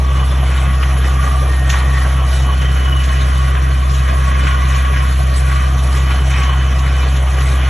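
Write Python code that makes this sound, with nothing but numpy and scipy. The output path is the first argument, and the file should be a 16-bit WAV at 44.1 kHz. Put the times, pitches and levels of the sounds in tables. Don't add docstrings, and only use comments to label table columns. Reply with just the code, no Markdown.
import sys
import numpy as np
from scipy import signal
from scipy.fft import rfft, irfft, next_fast_len
from scipy.io import wavfile
from scipy.ndimage import uniform_filter1d

SR = 44100
rng = np.random.default_rng(int(sys.argv[2]) if len(sys.argv) > 2 else 0)


def bounce(signal):
    frames = np.transpose(np.atleast_2d(signal))
    limited = np.clip(frames, -1, 1)
    pcm = np.round(limited * 32767).astype(np.int16)
    wavfile.write(sys.argv[1], SR, pcm)


N = 339129
T = np.arange(N) / SR


def amp(db):
    return 10 ** (np.asarray(db) / 20)


def unit(x):
    return x / np.sqrt(np.mean(x ** 2) + 1e-20)


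def over_time(rows):
    times, *columns = np.transpose(rows)
    return [np.interp(T, times, column) for column in columns]


def over_hz(rows, hz):
    row_hz, *columns = np.transpose(rows)
    return [np.interp(np.log(hz + 1), np.log(row_hz + 1), column) for column in columns]


def colour(x, spectrum, tilt_db=0):
    size = next_fast_len(x.shape[-1])
    hz = np.fft.rfftfreq(size, 1 / SR)
    gain = amp(over_hz(spectrum, hz)[0] + tilt_db * np.log2(np.clip(hz, 400, 7500)))
    return unit(irfft(rfft(x, size) * gain, size)[..., :x.shape[-1]])


def drift(rate):
    knots = rng.standard_normal(4096)
    return unit(np.interp(T * rate, np.arange(len(knots)), knots))


def noise():
    return rng.standard_normal((2, N))


def patchy(x, depth_db, size):
    spectrum = signal.stft(x, nperseg=256)[2]
    patches = uniform_filter1d(rng.standard_normal(spectrum.shape[1:]), size[0], axis=0)
    patches = unit(uniform_filter1d(patches, size[1], axis=1))
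    return signal.istft(spectrum * amp(depth_db * patches))[1][:, :N]


def cycle_tones(turns, harmonics, waver, lag_turns=.14):
    top_db = max(db for _, db in harmonics)
    out = 0
    for k, db in harmonics:
        phase = rng.random() if k % 6 else -lag_turns * (k // 6 - 1)
        level = amp(db + waver * (top_db - db) * drift(rate=7))
        out = out + np.sqrt(2) * level * np.cos(2 * np.pi * (k * turns + phase))
    return out


# multiple of the six-firing cycle, level in dB.
DIESEL_TONES = [(5, -46), (6, -12), (7, -45.5), (8, -44), (9, -40), (10, -46), (11, -38.5), (12, -23.5),
                (13, -44), (14, -41.5), (15, -38.5), (17, -50), (18, -41.5), (20, -48.5), (22, -48),
                (23, -51.5), (24, -44), (26, -48.5), (30, -49), (32, -55.5), (33, -53)]
# multiple of its cycle, level in dB.
COMPRESSOR_TONES = [(5, -38), (6, -32.5), (12, -54), (18, -50)]
def engines(firings, compressor_cycle_hz=22.3):
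    diesel = cycle_tones(firings / 6, DIESEL_TONES, waver=0.051)
    compressor = cycle_tones(compressor_cycle_hz * T + .033, COMPRESSOR_TONES, waver=0.031)
    return diesel + compressor


# frequency in Hz, relative dB.
ROAR_SPECTRUM = [(15, -18), (40, -5.5), (65, 1), (150, 0), (220, -6), (300, -6.5), (430, -6.5), (560, -5.5),
                 (700, -7), (860, -9), (1150, -2.5), (1500, -21.5), (3000, -14.5), (8000, -59)]
def roar(firings, level_db=-28.0, throb=0.059):
    puffs = noise() * (1 + throb * np.cos(2 * np.pi * firings))
    return amp(level_db) * colour(patchy(puffs, depth_db=2.5, size=(3, 14)), ROAR_SPECTRUM)


def hammer(blows_hz=25.84, decay_turns=0.4, depth=0.7):
    turns = np.cumsum(blows_hz * (1 + .02 * drift(rate=5))) / SR
    strength = depth * amp(5.2 * drift(rate=21))
    return unit(1 + strength * np.exp(-(turns % 1) / decay_turns))


# time in seconds, relative level in dB.
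STEADY_GUSH = [(0, -37), (0.2, -32.5), (0.5, -32.5), (1.2, -29), (1.42, -33.5), (1.7, -29.5), (3.95, -30),
               (4.3, -25.5), (5.05, -27), (5.19, -29.5), (5.3, -32), (7.69, -29)]
# peak time and length in seconds, then gush, spray and jet in relative dB.
WATER_SURGES = [(0.548, 0.43, -29.5, -54, -29), (1.067, 0.17, -29, -33, -42), (1.25, 0.16, -28.5, -48, -45),
                (1.757, 0.22, -23.5, -32, -45), (2.004, 0.19, -29, -36, -48), (2.363, 0.17, -31, -31, -44),
                (2.527, .14, -31, -53, -44), (2.772, 0.27, -29.5, -56, -47),
                (3.17, 0.48, -25.5, -35.5, -47), (3.477, 0.27, -28.5, -38, -46),
                (4.093, 0.18, -25, -42, -44), (4.33, 0.32, -29, -39, -44), (4.48, 0.23, -24, -34.5, -35.5),
                (4.617, 0.18, -39, -52, -46), (4.803, 0.33, -25.5, -34.5, -45),
                (4.99, 0.16, -23.5, -39, -32), (5.09, 0.16, -28, -35, -44), (5.36, 0.48, -30, -35.5, -44),
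                (5.574, 0.37, -26, -39, -36), (5.985, 0.15, -28, -33.5, -32), (6.125, 0.2, -26.5, -44, -43),
                (6.366, 0.26, -25, -35, -24.5), (6.574, 0.4, -25, -57, -46), (6.878, 0.19, -27.5, -50, -33),
                (7.053, 0.27, -30.5, -36.5, -45), (7.447, 0.28, -34, -33, -34),
                (7.633, 0.22, -23, -41, -31)]
def flow_levels(steady_spray_db=-37.5, steady_jet_db=-41):
    steady_gush_db, = over_time(STEADY_GUSH)
    power = amp(np.broadcast_arrays(steady_gush_db, steady_spray_db, steady_jet_db)) ** 2
    for peak, length, *levels_db in WATER_SURGES:
        during = abs(T - peak) < length / 2
        swell = np.cos(np.pi * (T[during] - peak) / length)
        power[:, during] += np.outer(amp(levels_db), swell) ** 2
    return 10 * np.log10(power)


def drops(per_s, spread_db):
    sizes = amp(spread_db * np.minimum(rng.exponential(1, (2, N)), 4))
    return unit(sizes * np.sign(noise()) * (rng.random((2, N)) < per_s / SR))


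# frequency in Hz, relative dB.
GUSH_SPECTRUM = [(300, -20), (900, 0), (1150, -4), (1400, 2), (2000, 0.5), (2500, -3), (2800, -11.5),
                 (3100, -15.5), (3600, -10.5), (4200, -19.5), (6000, -15.5), (11000, -73)]
JET_SPECTRUM = [(1400, -14), (2200, 6.5), (2550, 2), (2800, -4), (3100, -4), (3650, -7), (4400, -23),
                (8000, -49)]
SPRAY_SPECTRUM = [(1000, -31), (2500, -11), (3600, 8.5), (4400, 3), (4900, 5), (6000, 4.5), (6800, 1.5),
                  (7400, -2.5), (8200, 14), (9200, -78), (11500, -3)]
MIST_SPECTRUM = [(3000, -5), (7000, 1), (8300, -15), (9300, -51), (10000, 14.5), (10700, 9), (11300, 4.5),
                 (11800, -14)]
# time in seconds, relative level in dB.
MIST_SWELL = [(0, -38), (1.15, -33.5), (2.6, -36), (4.6, -36.5), (4.8, -33.5), (5.15, -32.5), (5.7, -36.5),
              (6.0, -35.5), (6.7, -39), (7.4, -34.5), (7.69, -35)]
def water(force):
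    gush_db, spray_db, jet_db = flow_levels()
    mist_db, = over_time(MIST_SWELL)
    splutter_db = 1.27 * drift(rate=55) + 1.34 * drift(rate=16)
    gush = patchy(noise() * force + .5 * drops(per_s=700, spread_db=1.0), depth_db=2.1, size=(4, 8))
    jet = patchy(noise() * force, depth_db=1.5, size=(3, 8))
    spray = patchy(noise() + 0.5 * drops(per_s=1400, spread_db=-0.5), depth_db=3.5, size=(5, 12))
    mist = patchy(noise() + 0.6 * drops(per_s=2500, spread_db=1.0), depth_db=2.5, size=(6, 10))
    return (colour(gush, GUSH_SPECTRUM) * amp(gush_db - 5 + .5 * splutter_db)
            + colour(jet, JET_SPECTRUM) * amp(jet_db - 5)
            + colour(spray, SPRAY_SPECTRUM) * amp(spray_db - 2 + splutter_db)
            + colour(mist, MIST_SPECTRUM) * amp(mist_db - 2 + .5 * splutter_db))


def ring(drive, hz, width):
    b, a = signal.iirpeak(hz, hz / (1.5 * width), fs=SR)
    return unit(signal.lfilter(b, a, signal.lfilter(b, a, drive)))


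def held(x, firmness=0.63):
    power = abs(uniform_filter1d((x ** 2).mean(0), size=5000)) + 1e-9
    return unit(x / power ** (firmness / 2))


def shaking(force):
    motion = unit(uniform_filter1d(force - force.mean(), size=400))
    return unit(np.tanh(motion))


# frequency and width in Hz, level in dB.
GUIDE_MODES = [(653, 30, -42), (734.5, 30, -39.5)]
def guide():
    drive = noise()
    drive[0] += knocks()
    return sum(amp(db) * ring(drive, hz, width) for hz, width, db in GUIDE_MODES)


# frequency and width in Hz, relative level in dB.
PIPE_MODES = [(1014, 34, -9.5), (1087, 28, -3.5), (1102, 13, -6.5), (1122.3, 6.6, 1.5), (1144, 5.3, -7),
              (1174, 15, -9), (1227, 9, -9), (1221, 19, -6)]
# time in seconds, relative load in dB.
PIPE_LOAD = [(0.0, -39), (0.3, -37.5), (0.5, -35), (0.85, -31), (0.95, -38), (1.24, -36), (1.45, -37),
             (1.63, -47), (1.76, -28), (2.0, -30.5), (2.12, -38), (2.24, -29.5), (2.36, -45), (2.5, -30),
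             (2.7, -39.5), (2.85, -30), (3.19, -30.5), (3.6, -31), (3.77, -35), (3.9, -27), (4.0, -31.5),
             (4.07, -27.5), (4.55, -25.5), (4.68, -28), (4.8, -28), (5.08, -26.5), (5.16, -36), (5.45, -35),
             (5.63, -24.5), (5.87, -39), (6.0, -29), (6.25, -39.5), (6.43, -28.5), (6.7, -32.5), (7.0, -34),
             (7.2, -39), (7.35, -32), (7.69, -32.5)]
# time in seconds, pitch in Hz, whose ratio to the average bends all the modes.
PIPE_BEND = [(0, 1124), (2.7, 1123), (3.1, 1108), (3.7, 1124), (4.3, 1120), (4.6, 1106), (4.85, 1134),
             (5.0, 1116), (5.6, 1126), (6.05, 1128), (6.5, 1112), (7.1, 1124)]
def pipe(force, level_db=-32, follow=0.94, chatter=0.16, wander=0.00249, restless_db=1.8):
    load_db, = over_time(PIPE_LOAD)
    pitch, = over_time(PIPE_BEND)
    modes = held(sum(amp(db + restless_db * drift(rate=7)) * ring(noise(), hz, width)
                     for hz, width, db in PIPE_MODES))
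    bent_time = T + np.cumsum(pitch / pitch.mean() - 1 + wander * drift(rate=12)) / SR
    bent = np.array([np.interp(bent_time, T, channel, period=N / SR) for channel in modes])
    level = amp(level_db + follow * (load_db - load_db.mean()))
    return level * bent * unit(1 + chatter * shaking(force))


# frequency and width in Hz, level in dB at average gush.
MAST_MODES = [(1328, 14, -44), (1448, 13, -41.5), (1537, 20, -43.5), (1649, 31, -42), (1848, 6.6, -44.5),
              (1926, 22, -42.5), (1949, 11, -42), (2393, 18, -45), (2540, 29, -46.5), (2588, 36, -48.5),
              (2944, 11, -46.5), (2976, 8.5, -46), (3053, 35, -47), (3140, 15.5, -46), (3244, 22, -48),
              (3487, 33, -47.5), (4290, 25, -54.5), (6220, 90, -54), (6970, 96, -59.5)]
def mast(force, follow=0.52, restless_db=1.5):
    gush_db = flow_levels()[0]
    drive = noise() * force
    modes = sum(amp(db + restless_db * drift(rate=9)) * held(ring(drive, hz, width))
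                for hz, width, db in MAST_MODES)
    return amp(follow * (gush_db - gush_db.mean())) * modes


# start and length in seconds, pitch in Hz, level in dB at the height, chatter from 0 to 1.
PIPE_SQUEALS = [(-.08, .35, 1125, -30.5, .5), (-.1, .8, 1191, -38, .4), (-.1, .8, 3480, -43, 1),
                (.12, .2, 2945, -38, .6), (.35, 1.35, 1848, -40, .4), (.44, .22, 2960, -37.5, .7),
                (.5, .22, 2600, -39, .8), (.98, .62, 1192, -27.5, .55), (1.07, .42, 1143, -31.5, .6),
                (1.07, .42, 1117, -33, .6), (1.43, .44, 1848, -27.5, .35), (1.8, .3, 1846, -33.5, .45),
                (1.92, .1, 1970, -34, .4), (1.95, 1.7, 2974, -36.5, .25), (2.03, .27, 1325, -38, .3),
                (2.5, .35, 3105, -40, .8), (2.8, .36, 2962, -37, .9), (2.83, .27, 2940, -35.5, 1),
                (3.0, .62, 1455, -38, .6), (3.33, .15, 2966, -38, .3), (3.98, .5, 1120, -31, .8),
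                (4.27, .17, 1655, -35, .8), (4.38, .25, 2972, -39, .6), (4.41, .24, 1448, -33, .8),
                (4.45, .22, 1103, -28.5, .8), (4.5, .22, 1965, -36, .8), (4.66, .38, 1062, -33, 1),
                (4.9, .2, 2972, -39, .6), (4.94, .1, 1848, -35, .7), (5.22, .25, 1848, -38, .3),
                (5.72, 1.35, 2980, -36.5, .3), (6.0, .85, 3118, -38.5, .6), (6.2, .28, 2505, -36, .8),
                (6.3, .14, 2595, -36, .6), (6.34, .42, 1108, -32.5, .9), (6.56, .18, 2595, -36, .6),
                (6.78, .42, 2980, -40, .5), (7.3, .16, 2975, -39.5, .5), (7.5, .3, 2950, -38, .6)]
def squeals(force, wobble_hz=6, flutter_db=1.2, shake_depth=.7):
    out, shake = 0, shaking(force)
    for start, length, hz, db, chatter in PIPE_SQUEALS:
        grip = unit(amp(flutter_db * drift(rate=42)) * (1 + shake_depth * chatter * shake))
        swell = np.sin(np.pi * np.clip((T - start) / length, 0, 1)) * grip
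        phase = 2 * np.pi * np.cumsum(hz + wobble_hz * (1 + chatter) * drift(rate=80)) / SR
        out = out + np.sqrt(2) * amp(db) * swell * np.array([np.cos(phase), np.sin(phase)])
    return out


# start in seconds, level in dB, rise and decay in seconds, brightness in dB per octave.
SLUGS_AND_CHIPS = [(0.161, -27.5, .006, 0.021, 1), (.815, -21.5, 0.02, 0.012, -2),
                   (0.9, -27, 0.0092, 0.015, -2), (1.694, -17, .002, 0.0033, 15),
                   (1.696, -18, .004, 0.029, 11.5), (1.701, -13, 0.00072, .004, 13),
                   (1.736, -19.5, 0.0037, 0.013, -8), (1.767, -26, .003, 0.02, -7),
                   (1.8, -26, 0.0089, 0.025, -7), (2.616, -26.5, 0.0059, 0.015, 4),
                   (2.87, -27, 0.0088, .02, -8), (3.03, -25.5, 0.011, 0.026, 10),
                   (3.551, -18, 0.0011, .003, -5), (3.561, -24, 0.0073, 0.018, -7),
                   (3.925, -27.5, 0.022, 0.053, 10.5), (4.129, -32, 0.015, 0.017, 13),
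                   (4.74, -26, 0.021, 0.025, 11), (5.955, -28, 0.016, 0.036, 9),
                   (6.428, -25.5, 0.0078, 0.029, 5.5), (6.78, -27, .013, 0.021, 12),
                   (7.141, -29, 0.028, .025, 11), (7.4, -25.5, 0.0096, 0.018, 8)]
# frequency in Hz, relative dB.
SLUG_SPECTRUM = [(300, -28), (1100, 12.5), (3000, 11.5), (4500, -4.5), (7000, -5), (9000, -37), (12000, -9)]
def spits():
    out, t = np.zeros((2, N)), T[:SR // 2]
    for start, db, rise, decay, bright_db in SLUGS_AND_CHIPS:
        hiss = colour(rng.standard_normal((2, len(t))), SLUG_SPECTRUM, bright_db)
        burst = hiss * np.minimum(t / rise, 1) * np.exp(-np.maximum(t - rise, 0) / decay)
        part = out[:, round(start * SR):][:, :len(t)]
        part += amp(db) * burst[:, :part.shape[1]]
    return out


# time in seconds, impulse in dB over the rubbing.
GUIDE_KNOCKS = [(.422, 53), (1.344, 47), (2.186, 48), (5.195, 53.5), (6.137, 51), (6.269, 52), (7.379, 48)]
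def knocks(contact_s=0.0022):
    pushes = sum(amp(db) * np.exp(-np.minimum(abs(4 * (T - time) / contact_s), 10) ** 2)
                 for time, db in GUIDE_KNOCKS)
    pulse_area = np.sqrt(np.pi) * contact_s * SR / 4
    return pushes / pulse_area


# start in seconds, level in dB, length in seconds.
HAND_BUMPS = [(0.633, -30, 0.13), (2.57, -33, 0.097), (2.683, -36, 0.084), (5.653, -41, 0.061),
              (7.158, -39, 0.051)]
# frequency in Hz, relative dB.
BUMP_SPECTRUM = [(30, -17), (90, -4), (200, 15), (450, -22), (1200, -10), (5000, -70)]
def bumps():
    swell = sum(amp(db) * np.sin(np.pi * np.clip((T - start) / length, 0, 1))
                for start, db, length in HAND_BUMPS)
    return swell * colour(noise(), BUMP_SPECTRUM)


# frequency in Hz, lead of the left port in radians.
PORT_LEAD = [(0, 0.8), (200, -.1), (600, -.45), (900, -1), (1200, -.9), (1600, 0.12), (4100, 0),
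             (4900, 3.02), (5400, 5.82), (6800, 6.5), (8200, 9.1), (9600, 8.71), (11500, 12.27)]
# frequency in Hz, likeness from 0 to 1.
STEREO_LIKENESS = [(100, 1), (300, 1), (720, 0.91), (1000, 0.35), (1150, 0.91), (1400, 0.92), (1650, 1),
                   (2300, 1), (3100, 0.82), (3800, 1), (4500, 1), (5800, 1), (7400, 1), (9000, 0.98)]
# time in seconds, cover from 0 to 1.
FINGER_COVER = [(2.5, 0), (2.6, .72), (3.4, .9), (4.6, 1), (5.68, .88), (5.74, 0)]
# frequency in Hz, added lead in radians, factor on likeness.
FINGER_SHADE = [(100, -.4, .95), (250, -.3, .92), (480, -.75, .6), (690, -.8, .95), (800, -1.8, 1.2),
                (870, -2.25, 1.55), (930, -1.9, 1.5), (1010, -.9, 1.1), (1130, -.9, .9), (1280, -1, .35),
                (1600, 0, 1)]
def stereo_image(pair):
    hz, t, (shared, differing) = signal.stft(pair, SR, nperseg=1024)
    cover = np.interp(t, *np.transpose(FINGER_COVER))
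    shade_lead, shade_likeness = over_hz(FINGER_SHADE, hz)
    lead = over_hz(PORT_LEAD, hz)[0][:, None] + np.outer(shade_lead, cover)
    open_likeness = over_hz(STEREO_LIKENESS, hz)[0][:, None]
    likeness = np.clip(open_likeness * (1 + np.outer(shade_likeness - 1, cover)), 0, 1)
    common = shared * np.sqrt((1 + likeness) / 2)
    apart = differing * np.sqrt((1 - likeness) / 2)
    turn = np.exp(.5j * lead)
    left, right = (common + apart) * turn, (common - apart) / turn
    return signal.istft(np.array([left, right]))[1][:, :N]


# time in seconds, firings a second.
FIRING_RATE = [(0, 64.97), (1.3, 64.86), (2.5, 64.94), (5, 64.94), (7.7, 65.24)]
def scene():
    firings = np.cumsum(over_time(FIRING_RATE)[0]) / SR
    force = hammer()
    steel = guide() + pipe(force) + mast(force) + squeals(force)
    drone = engines(firings)
    around = roar(firings) + steel + water(force) + spits()
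    return drone + stereo_image(around) + bumps()


def record(dry, edge_hz=11600):
    lowpass = signal.firwin(511, edge_hz, window=("kaiser", 9), fs=SR)
    return signal.oaconvolve(dry, lowpass[None], "same")


dry = scene()
out = record(dry)
bounce(out)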